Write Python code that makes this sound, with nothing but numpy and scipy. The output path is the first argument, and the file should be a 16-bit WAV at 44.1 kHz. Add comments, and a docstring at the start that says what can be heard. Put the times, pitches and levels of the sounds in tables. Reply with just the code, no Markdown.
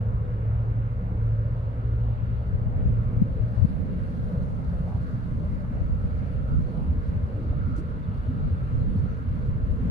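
"""An airfield, where a tiltrotor aircraft comes in from far off and two microphone ports stand in the breeze.
Low rotor tones, an engine drone and a sinking hum are wavering sines; the distant roar is filtered noise
that swells band by band, with narrow drifting bands and a breathy whine. Gusts buffet the ports, alone or
together, as low noise and single pressure pulses. Dry fronds hiss, a bird chirps faintly as short tone
pulses, and brief scratches and rough puffs are bursts of band-passed noise."""
import sys
import numpy as np
from scipy import signal
from scipy.fft import rfft, irfft
from scipy.io import wavfile
from scipy.ndimage import uniform_filter1d

SR = 44100
rng = np.random.default_rng(int(sys.argv[2]) if len(sys.argv) > 2 else 0)


def put_to_file(sound):
    """Save the sound as 16-bit audio at rate SR, in the file named by the first command-line argument."""
    columns = np.atleast_2d(sound).T  # one column per channel
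    safe = np.clip(columns, -1, 1)
    whole_steps = np.round(safe * 32767)
    wavfile.write(sys.argv[1], SR, whole_steps.astype(np.int16))


N = 436590
T = np.arange(N) / SR  # time [s]
HZ = np.maximum(np.fft.rfftfreq(N, 1 / SR), 1)  # spectrum bins [Hz]


def undb(db):
    """Amplitude ratio: 20 dB are a factor of ten in pressure."""
    return 10 ** (np.asarray(db) / 20)


def curves(rows):
    """Linear interpolation in time: each column of a table, read at every sample."""
    s, *columns = np.transpose(rows)
    return [np.interp(T, s, column) for column in columns]


def over_hz(points):
    """Linear interpolation of a (frequency [Hz], value) table over the logarithm of frequency."""
    hz, value = np.transpose(points)
    return np.interp(np.log(HZ), np.log(np.maximum(hz, 1)), value)


def unit(x):
    """Normalisation to unit root mean square."""
    return x / np.sqrt(np.mean(x ** 2))


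def walk(rate):
    """Slow random modulation: values held 1 / rate seconds, smoothed twice, of spread about 1."""
    hold = int(SR / rate)
    steps = np.repeat(rng.standard_normal(N // hold + 1), hold)
    smooth = uniform_filter1d(uniform_filter1d(steps, hold), hold)
    return 1.283 * smooth[:N]


def tinted(colour_db):
    """Spectral shaping: white noise multiplied by a given spectrum, rms 1."""
    return unit(irfft(rfft(rng.standard_normal(N)) * undb(colour_db), N))


def swelling(colour_db, gain_db, slow_db, quick_db, count):
    """Band-wise amplitude modulation: noises cut into half-octave slices that swell a little apart."""
    rms = np.sqrt(np.mean(undb(2 * colour_db)))
    spectra = rfft(rng.standard_normal((count, N))) * undb(colour_db) / rms
    out = 0
    for k in range(20):
        share = np.clip(1 - abs(2 * np.log2(HZ / 25) - k), 0, 1)  # triangles upward from 25 Hz
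        if np.max(share * undb(colour_db - colour_db.max())) > 1e-3:  # negligible slices are skipped
            out = out + irfft(spectra * share, N) * undb(slow_db * walk(3) + quick_db * walk(11))
    return out * undb(gain_db)


def ports(shared, own):
    """Interaural-type coherence and phase: both ports hear a shared field, each adds a part of its own."""
    # power that both ports share: (frequency [Hz], share [0-1])
    likeness = [(30, .55), (70, .75), (100, .92), (160, .99), (270, .97), (350, .8), (540, .7), (640, .55),
                (780, .3), (1000, .42), (1300, .57), (1800, .4), (2600, .24), (3300, .08), (7000, .03)]
    # phase by which the left port leads: (frequency [Hz], phase [rad])
    lead = [(40, -.28), (540, -.4), (640, -.8), (760, -2.3), (900, -2.8), (1300, -3.2), (1600, -3.1),
            (1900, -2.4), (2200, -.9), (2600, -.3), (7000, 0)]
    # level balance: (frequency [Hz], left minus right [dB])
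    balance = [(60, 0.0), (92, -0.6), (140, -0.5), (220, -0.5), (330, -0.085), (510, -0.17), (780, -0.11),
               (1200, -0.24), (1840, -1.4), (2820, -0.98)]
    like, turn, tilt = over_hz(likeness), np.exp(.5j * over_hz(lead)), undb(over_hz(balance) / 2)

    def spectrum(x):
        """Periodic extension: a ramp is removed so that the ends meet before the transform."""
        return rfft(x - np.linspace(x[..., 0], x[..., -1], N, axis=-1))

    both = spectrum(shared) * np.sqrt(like)
    alone = spectrum(own) * np.sqrt(1 - like)
    return irfft((both * np.array([turn, 1 / turn]) + alone) * np.array([tilt, 1 / tilt]), N)


def roar():
    """Broadband radiation of far rotors and jets: rumble, body and rush, each with its own swell."""
    # levels: (time [s], rumble under 300 Hz [dB], body 300-900 Hz [dB])
    roar_levels = [(0, -31.5, -45), (.6, -34.5, -47.5), (1.4, -36.5, -46.5), (2.0, -36, -46),
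                   (2.4, -35, -46), (3.1, -28, -46.5), (3.6, -34.5, -46), (4.8, -32, -47),
                   (5.2, -31.5, -49.5), (6.0, -35, -47), (6.4, -31, -51), (6.8, -35, -43.5),
                   (7.2, -33.5, -49), (7.6, -29.5, -47.5), (8.0, -31, -50.5), (8.4, -33.5, -46.5),
                   (9.2, -32, -49), (9.9, -29.5, -48)]
    # relative spectrum: (frequency [Hz], density [dB per Hz])
    roar_colour = [(15, -15.5), (28, -6.5), (40, -4.5), (70, -3.5), (130, -5), (170, -11.5), (250, -17),
                   (330, -26.5), (620, -29), (760, -32), (1100, -31.5), (1600, -35), (2150, -42.5),
                   (3100, -50), (3900, -53), (4600, -57), (5100, -63), (7000, -86), (15000, -110)]
    # Gaussian humps on that spectrum: (centre [Hz], width [Hz], height [dB])
    roar_humps = [(498, 57, 5), (1410, 300, 2.5), (2810, 90, 3.5), (4530, 130, 1.5)]
    # spread of the quick swell: (rumble [dB], body [dB], rush [dB]); the rush is steadiest
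    flicker_db = (2.5, 2.6, 1.3)
    rush_db = -54.5 + 0.1352 * T  # start [dB], rise [dB/s]
    colour_db = over_hz(roar_colour)
    for hz, width, db in roar_humps:
        colour_db = colour_db + db * np.exp(-.5 * ((HZ - hz) / width) ** 2)
    under_300, under_900 = 1 / (1 + (HZ / 300) ** 8), 1 / (1 + (HZ / 900) ** 8)
    shares = under_300, under_900 - under_300, 1 - under_900  # of power
    air = 0
    for share, db, quick_db in zip(shares, curves(roar_levels) + [rush_db], flicker_db):
        layer_db = colour_db + 10 * np.log10(share + 1e-15)
        air = air + swelling(layer_db, db, slow_db=.7, quick_db=quick_db, count=3)
    return ports(air[0], air[1:])


def patches():
    """Frequency modulation by a warped time axis: narrow noise bands and a whine drift, flare and fade."""
    # narrow bands of the roar: (centre [Hz], width [Hz], level [dB])
    narrow_bands = [(478.6, 35, -55), (589.5, 35, -57.5), (2092, 140, -73.5), (429.2, 31, -62)]
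    # breathy whine: (time [s], level [dB])
    whine_level = [(0, -62), (3, -61), (4.7, -61), (4.85, -58), (5.2, -61), (6.0, -58), (6.4, -60),
                   (6.5, -53), (6.6, -57), (6.85, -58), (7.1, -62), (7.32, -60), (7.42, -53), (7.53, -57),
                   (7.6, -54), (7.7, -56), (7.77, -53), (7.9, -59), (8.2, -57), (8.35, -54), (8.6, -57),
                   (8.8, -55), (8.95, -58), (9.15, -56), (9.35, -59), (9.6, -56), (9.9, -56)]
    whine_hz, whine_width_hz = 1335, 95
    drift_hz = 13  # spread of the wandering centres
    air = 0
    for hz, width, db in narrow_bands + [(whine_hz, whine_width_hz, curves(whine_level)[0])]:
        bent = T + np.cumsum(drift_hz / hz * walk(4)) / SR
        colour_db = np.maximum(-4.3 * ((HZ - hz) / width) ** 2, -150)
        # one shared band and one for each port
        band = np.array([np.interp(bent, T, tinted(colour_db), period=N / SR) for _ in range(3)])
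        air = air + band * undb(db + 2.0 * walk(5) + 2.6 * walk(22))
    return ports(air[0], air[1:])


def birds():
    """Gaussian tone pulses: short notes whose phase is blurred by a quick random warble."""
    # faint far chirps: (time [s], pitch [Hz], half-length to 1/e [s], peak [dB])
    chirps = [(.255, 3850, .012, -72), (.26, 3550, .012, -73), (6.52, 4600, .015, -75),
              (6.66, 4150, .015, -74), (6.7, 4240, .022, -71), (8.045, 3500, .02, -69),
              (8.58, 3520, .015, -71), (8.67, 4150, .02, -73), (8.815, 4130, .025, -69),
              (8.93, 3550, .02, -73), (8.98, 4250, .03, -75), (9.06, 4200, .025, -75),
              (9.38, 3350, .02, -74), (9.11, 6100, .05, -81)]
    out = np.zeros(N)
    warble = np.cumsum(.03 * walk(150)) / SR  # pitch strays by about 3 percent
    for s, hz, length, db in chirps:
        envelope = undb(db) * np.exp(-((T - s) / length) ** 2)
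        out += envelope * np.sin(2 * np.pi * hz * (T + warble))
    return out


def fronds():
    """Modulated noise: a grainy hiss swells and fades on its own slow course, its lower part to the left, its
    top to the right."""
    # fronds in the breeze: (time [s], level [dB])
    frond_level = [(0, -93.5), (2, -87), (2.8, -81.5), (3.6, -74.5), (4.2, -71.5), (5.05, -72.5),
                   (5.8, -75.5), (6.5, -73), (8.3, -77.5), (9.1, -72), (9.6, -76.5), (9.9, -75)]
    # relative spectrum: (frequency [Hz], density [dB per Hz])
    frond_colour = [(2000, -31), (3000, -4), (4300, 4), (5200, -4.5), (6300, -5), (7600, -11), (8500, -8.5),
                    (9300, -4), (10300, -11), (11500, -11.5), (12500, -15), (15700, -29.5)]
    # balance: (frequency [Hz], left minus right [dB])
    frond_tilt = [(3500, 4.5), (5500, 4), (8000, -2.5), (15000, -1)]
    alike = .1  # share of power that both ports hear
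    rustle_db = curves(frond_level)[0] + 1.5 * walk(150) + 1.0 * walk(14)
    hiss = swelling(over_hz(frond_colour), rustle_db, slow_db=.5, quick_db=1.9, count=3)
    tilt = undb(over_hz(frond_tilt) / 2)
    mixed = np.sqrt(alike) * hiss[0] + np.sqrt(1 - alike) * hiss[1:]
    return irfft(rfft(mixed) * np.array([tilt, 1 / tilt]), N)


def scratches():
    """Band-passed noise bursts: brief scratches and rough puffs under two-sided Gaussian envelopes."""
    # (time [s], level at the peak [dB], rise [s], fall [s], low edge [Hz], high edge [Hz],
    #  left minus right [dB])
    bursts = [(7.765, -62, .005, .008, 2800, 8000, 2), (7.782, -62, .012, .025, 2000, 9000, 2),
              (9.715, -71, .006, .012, 4000, 14000, 4), (3.04, -77, .003, .006, 8000, 15000, 2),
              (6.55, -76, .008, .015, 4000, 14000, -2), (5.03, -75, .02, .02, 4000, 10000, -1),
              (4.875, -48, .015, .04, 620, 850, 0), (4.92, -54, .03, .04, 800, 1100, 0),
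              (4.96, -49, .04, .02, 650, 930, 0), (5.645, -49, .004, .008, 600, 950, 0),
              (5.74, -47, .03, .08, 520, 680, 0), (4.76, -47, .04, .04, 540, 660, 0),
              (4.31, -46, .05, .1, 430, 600, 0), (2.069, -76, .002, .004, 11000, 15500, 0),
              (2.425, -78, .002, .003, 9000, 15500, 0), (7.53, -47, .01, .022, 540, 740, 0),
              (7.62, -60, .02, .02, 1500, 1650, 0), (1.15, -43, .03, .04, 190, 280, 1),
              (7.79, -39, .03, .03, 260, 330, -2), (6.85, -46, .08, .05, 250, 330, 0),
              (7.7, -36, .06, .04, 190, 260, 0), (7.5, -39, .06, .06, 190, 260, 0),
              (7.4, -43, .06, .1, 250, 330, 0)]
    out = np.zeros((2, N))
    for s, db, rise, fall, low_hz, high_hz, pan_db in bursts:
        at = slice(int((s - 3 * rise) * SR), int((s + 3 * fall) * SR))
        shape = np.exp(-((T[at] - s) / np.where(T[at] < s, rise, fall)) ** 2)
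        band = signal.butter(2, [low_hz, high_hz], "band", fs=SR, output="sos")
        noise = unit(signal.sosfilt(band, rng.standard_normal((3, SR))))[:, -len(shape):]
        # low puffs reach both ports alike, high scratches less so
        alike = min((700 / low_hz) ** 2, .8)
        noise = np.sqrt(alike) * noise[0] + np.sqrt(1 - alike) * noise[1:]
        out[:, at] += noise * shape * undb(db + pan_db * np.array([[.5], [-.5]]))
    return out


def wind():
    """Turbulent pressure on the ports: a thud on each, a quicker flutter partly shared, single eddies."""
    # gusts: (time [s], strength [dB], left minus right [dB], flutter relative to strength [dB])
    gusts = [(0, -57, -1, -8.5), (1.8, -51.5, 1.5, -9.5), (2.15, -32.5, 11, -19), (2.4, -34, 7.5, -16),
             (2.6, -24.5, 9, -24), (2.86, -22, -5, -9), (3.05, -37.5, -10, -7.5), (3.2, -32, 2, -3.5),
             (3.45, -36.5, 15, -17.5), (3.7, -31, -6.5, -4), (4.35, -30.5, -2, -6.5), (5.0, -36.5, -4, -4),
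             (5.85, -25, 0, -7.5), (6.4, -31.5, -4.5, -12), (6.58, -23, 0, -7.5), (6.8, -29.5, -1.5, -2.5),
             (7.45, -28, -4, -11), (8.0, -36, -9, -7), (8.45, -25.5, 2.5, -7.5), (8.8, -25.5, -0.5, -9),
             (9.0, -26, -3, -9.5), (9.35, -31, -2, -4), (9.65, -25.5, 2.5, -13.5), (9.9, -28, -0.5, -3.5)]
    # relative spectra of thud and flutter: (frequency [Hz], density [dB per Hz])
    thud_colour = [(12, -12), (25, -4), (41, 0), (65, 0), (110, -4), (140, -12), (200, -40), (1000, -140)]
    flutter_colour = [(80, -30), (115, -8), (140, 0), (185, -2), (265, -11), (310, -21), (360, -31),
                      (600, -48), (2000, -140)]
    # strongest eddies: (time [s], peak [dB], pitch [Hz], cycles within 1/e, port 0 left 1 right 2 both)
    strong_eddies = [(2.236, -15, 92, 1.1, 0), (2.544, -13, 96, 2.8, 0), (2.669, -11, 91, 1.0, 0),
                     (2.864, -14, 58, 1.7, 0), (2.881, -12, 66, 1.2, 1), (3.176, -14, 90, 1.6, 0),
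                     (3.204, -16, 170, 1.5, 0), (3.222, -3.5, 178, 1.7, 0), (3.225, -18, 110, 2.2, 1),
                     (3.405, -12, 60, 1.2, 0), (3.435, -15, 95, 2.5, 0), (3.579, -12, 90, 1.4, 0),
                     (3.597, -12, 85, 1.4, 0), (3.629, -6, 95, 2.2, 0), (3.6505, -5, 160, 1.3, 0),
                     (3.807, -16, 88, 1.2, 1), (4.34, -21, 160, 3, 2), (4.378, -22, 125, 2.2, 2),
                     (4.42, -20, 165, 2, 2), (4.685, -20, 55, 1.3, 2), (4.725, -22, 175, 2, 2),
                     (4.81, -21, 150, 2.5, 2), (4.85, -21, 100, 2, 2), (4.955, -19, 100, 2.2, 2),
                     (4.987, -20, 50, 1.2, 2), (5.011, -18, 122, 2.5, 2), (5.33, -20, 115, 2.5, 2),
                     (5.372, -20, 70, 1.4, 2), (5.455, -21, 62, 1.2, 2), (5.716, -23, 190, 1.5, 2),
                     (5.816, -14, 79, 1.2, 0), (5.82, -16, 76, 0.9, 1), (5.928, -14, 62, 1.2, 1),
                     (5.953, -19, 75, 1.3, 2), (6.043, -18, 80, 2.0, 2), (6.571, -15, 57, 1.4, 0),
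                     (6.576, -15, 66, 1.0, 1), (6.907, -15, 74, 2.8, 2), (6.984, -16, 70, 1.2, 2),
                     (7.093, -19, 72, 2.0, 2), (7.17, -19, 105, 1.6, 2), (7.242, -15, 85, 2.2, 2),
                     (7.36, -21, 105, 3, 2), (7.508, -16, 69, 1.2, 2), (7.731, -15, 141, 0.9, 1),
                     (8.09, -20, 100, 1.6, 2), (8.2, -21, 65, 1.3, 2), (8.291, -14, 90, 1.1, 2),
                     (8.3, -29, 250, 7, 2), (8.45, -22, 65, 1.5, 2), (8.529, -16, 86, 2.9, 2),
                     (8.63, -19, 110, 2.5, 2), (8.725, -19, 75, 1.4, 2), (8.96, -21, 190, 2.5, 2),
                     (8.98, -19, 100, 3.2, 2), (9.002, -15, 90, 1.4, 1), (9.29, -20, 72, 2, 2),
                     (9.493, -17, 120, 1.2, 2), (9.641, -16, 62, 1.1, 2), (9.727, -17, 65, 1.0, 2)]
    alike = .22  # share of flutter power that both ports feel together
    small_count, small_over_wind_db = 24, 4
    small_hz, small_spread_oct, small_cycles = 85, 0.64, 1.4

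    out = np.zeros((2, N))
    strength_db, lean_db, flutter_db = curves(gusts)
    strength_db = strength_db + 2.2 * walk(10)  # quick puffs and lulls
    port_db = [strength_db + lean_db / 2, strength_db - lean_db / 2]
    common = tinted(over_hz(flutter_colour)) * undb(strength_db + flutter_db + 3.0 * walk(25))
    for port, db in enumerate(port_db):
        out[port] = tinted(over_hz(thud_colour)) * undb(db - 2.5 + 2.8 * walk(15))
        own = tinted(over_hz(flutter_colour)) * undb(db + flutter_db + 3.0 * walk(25))
        out[port] += np.sqrt(1 - alike) * own + np.sqrt(alike) * common

    # weaker eddies come by chance and follow the wind's strength
    small = []
    for when, pitch, side in rng.random((small_count, 3)):
        s, port = .2 + when * (N / SR - .4), int(3 * side)
        hz = small_hz * 2 ** (small_spread_oct * (2 * pitch - 1))
        db = strength_db[int(s * SR)] + small_over_wind_db
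        small.append((s, db, hz, small_cycles, port))
    for s, db, hz, cycles, port in strong_eddies + small:
        at = slice(int((s - .1) * SR), int((s + .1) * SR))
        turns = (T[at] - s) * hz
        envelope = undb(db) * np.exp(-(2 * turns / cycles) ** 2)
        hit = slice(port % 2, port + 1)  # one port or both
        out[hit, at] -= envelope * np.cos(2 * np.pi * turns - .2)
    return out


def tone(hz, db, waver_hz, fade_db):
    """Frequency and amplitude modulation: a sine that the moving air bends in pitch and level."""
    phase = 2 * np.pi * (np.cumsum(hz + waver_hz * walk(9)) / SR + rng.random())
    return np.sqrt(2) * undb(db + fade_db * walk(8)) * np.sin(phase)  # db is an rms level


def engines():
    """Discrete-frequency radiation: a climbing drone, a sinking hum and a set of low rotor tones."""
    # drone, which sags now and then and dies away: (time [s], level [dB])
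    drone_level = [(0, -32), (.3, -28.5), (.85, -25.5), (1.08, -31), (1.25, -25.5), (1.55, -26.5),
                   (1.74, -33.5), (1.9, -24.5), (2.2, -27), (2.42, -33), (2.58, -28.5), (2.78, -35.5),
                   (2.98, -23.5), (3.12, -29.5), (3.22, -27.5), (3.34, -40), (3.44, -26.5), (3.56, -44.5),
                   (4.0, -49.5), (9.9, -63.5)]
    # sinking hum: (time [s], pitch [Hz], level [dB])
    hum = [(0, 186, -47), (1, 184, -46), (2, 181, -49), (3, 178, -45), (3.8, 176, -41), (4.4, 175.6, -38),
           (4.55, 175.4, -45), (4.75, 175, -41), (5.2, 173.5, -40), (5.7, 170.5, -42), (6.2, 168, -55),
           (9.9, 165, -60)]
    # low rotor tones: (frequency [Hz], level before the swell [dB])
    rotor_tones = [(39.4, -38.5), (55.6, -36.5), (68.4, -36), (82.8, -38.5), (126, -40.5), (134, -57.5)]
    # their common swell: (time [s], level change [dB])
    rotor_swell = [(0, 1), (1, 1.5), (2, 2.5), (3, -5), (3.6, -5), (5, -12.5), (9.9, -12)]
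    drone_hz = 109.9 + 1.85 * T  # start [Hz], climb [Hz/s]
    sound = tone(drone_hz, curves(drone_level)[0], waver_hz=1.0, fade_db=1.8)
    sound += tone(*curves(hum), waver_hz=1.8, fade_db=3.0)
    swell_db = curves(rotor_swell)[0]
    for hz, db in rotor_tones:
        sound += tone(hz, db + swell_db, waver_hz=2.6, fade_db=3)
    return ports(sound, np.zeros((2, N)))


def scene():
    """Superposition: the pressures of all sources add at the two ports."""
    return engines() + roar() + patches() + wind() + fronds() + scratches() + birds()


def record(dry):
    """Self-noise and band limiting: faint hiss, a 10 ms fade-in, cuts of the deepest bass and the top."""
    # relative hiss spectrum: (frequency [Hz], density [dB per Hz])
    hiss_colour = [(4000, -5.5), (6000, 1.5), (9000, -1.5), (10300, -5.5), (12000, -6), (14500, -3),
                   (15700, -3)]
    hiss_db, low_cut_hz, top_hz = -79, 14, 15720
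    colour_db = over_hz(hiss_colour) - 80 * (HZ < 3000)
    hiss = np.array([tinted(colour_db) for _ in range(2)]) * undb(hiss_db)
    opening = np.sin(np.pi / 2 * np.minimum(T / .01, 1)) ** 2
    high_pass = signal.butter(2, low_cut_hz, "high", fs=SR, output="sos")
    low_pass = signal.ellip(10, .2, 70, top_hz, fs=SR, output="sos")  # ripple, stop-band depth [dB]
    return signal.sosfilt(low_pass, signal.sosfilt(high_pass, (dry + hiss) * opening))


dry = scene()
out = record(dry)
put_to_file(out)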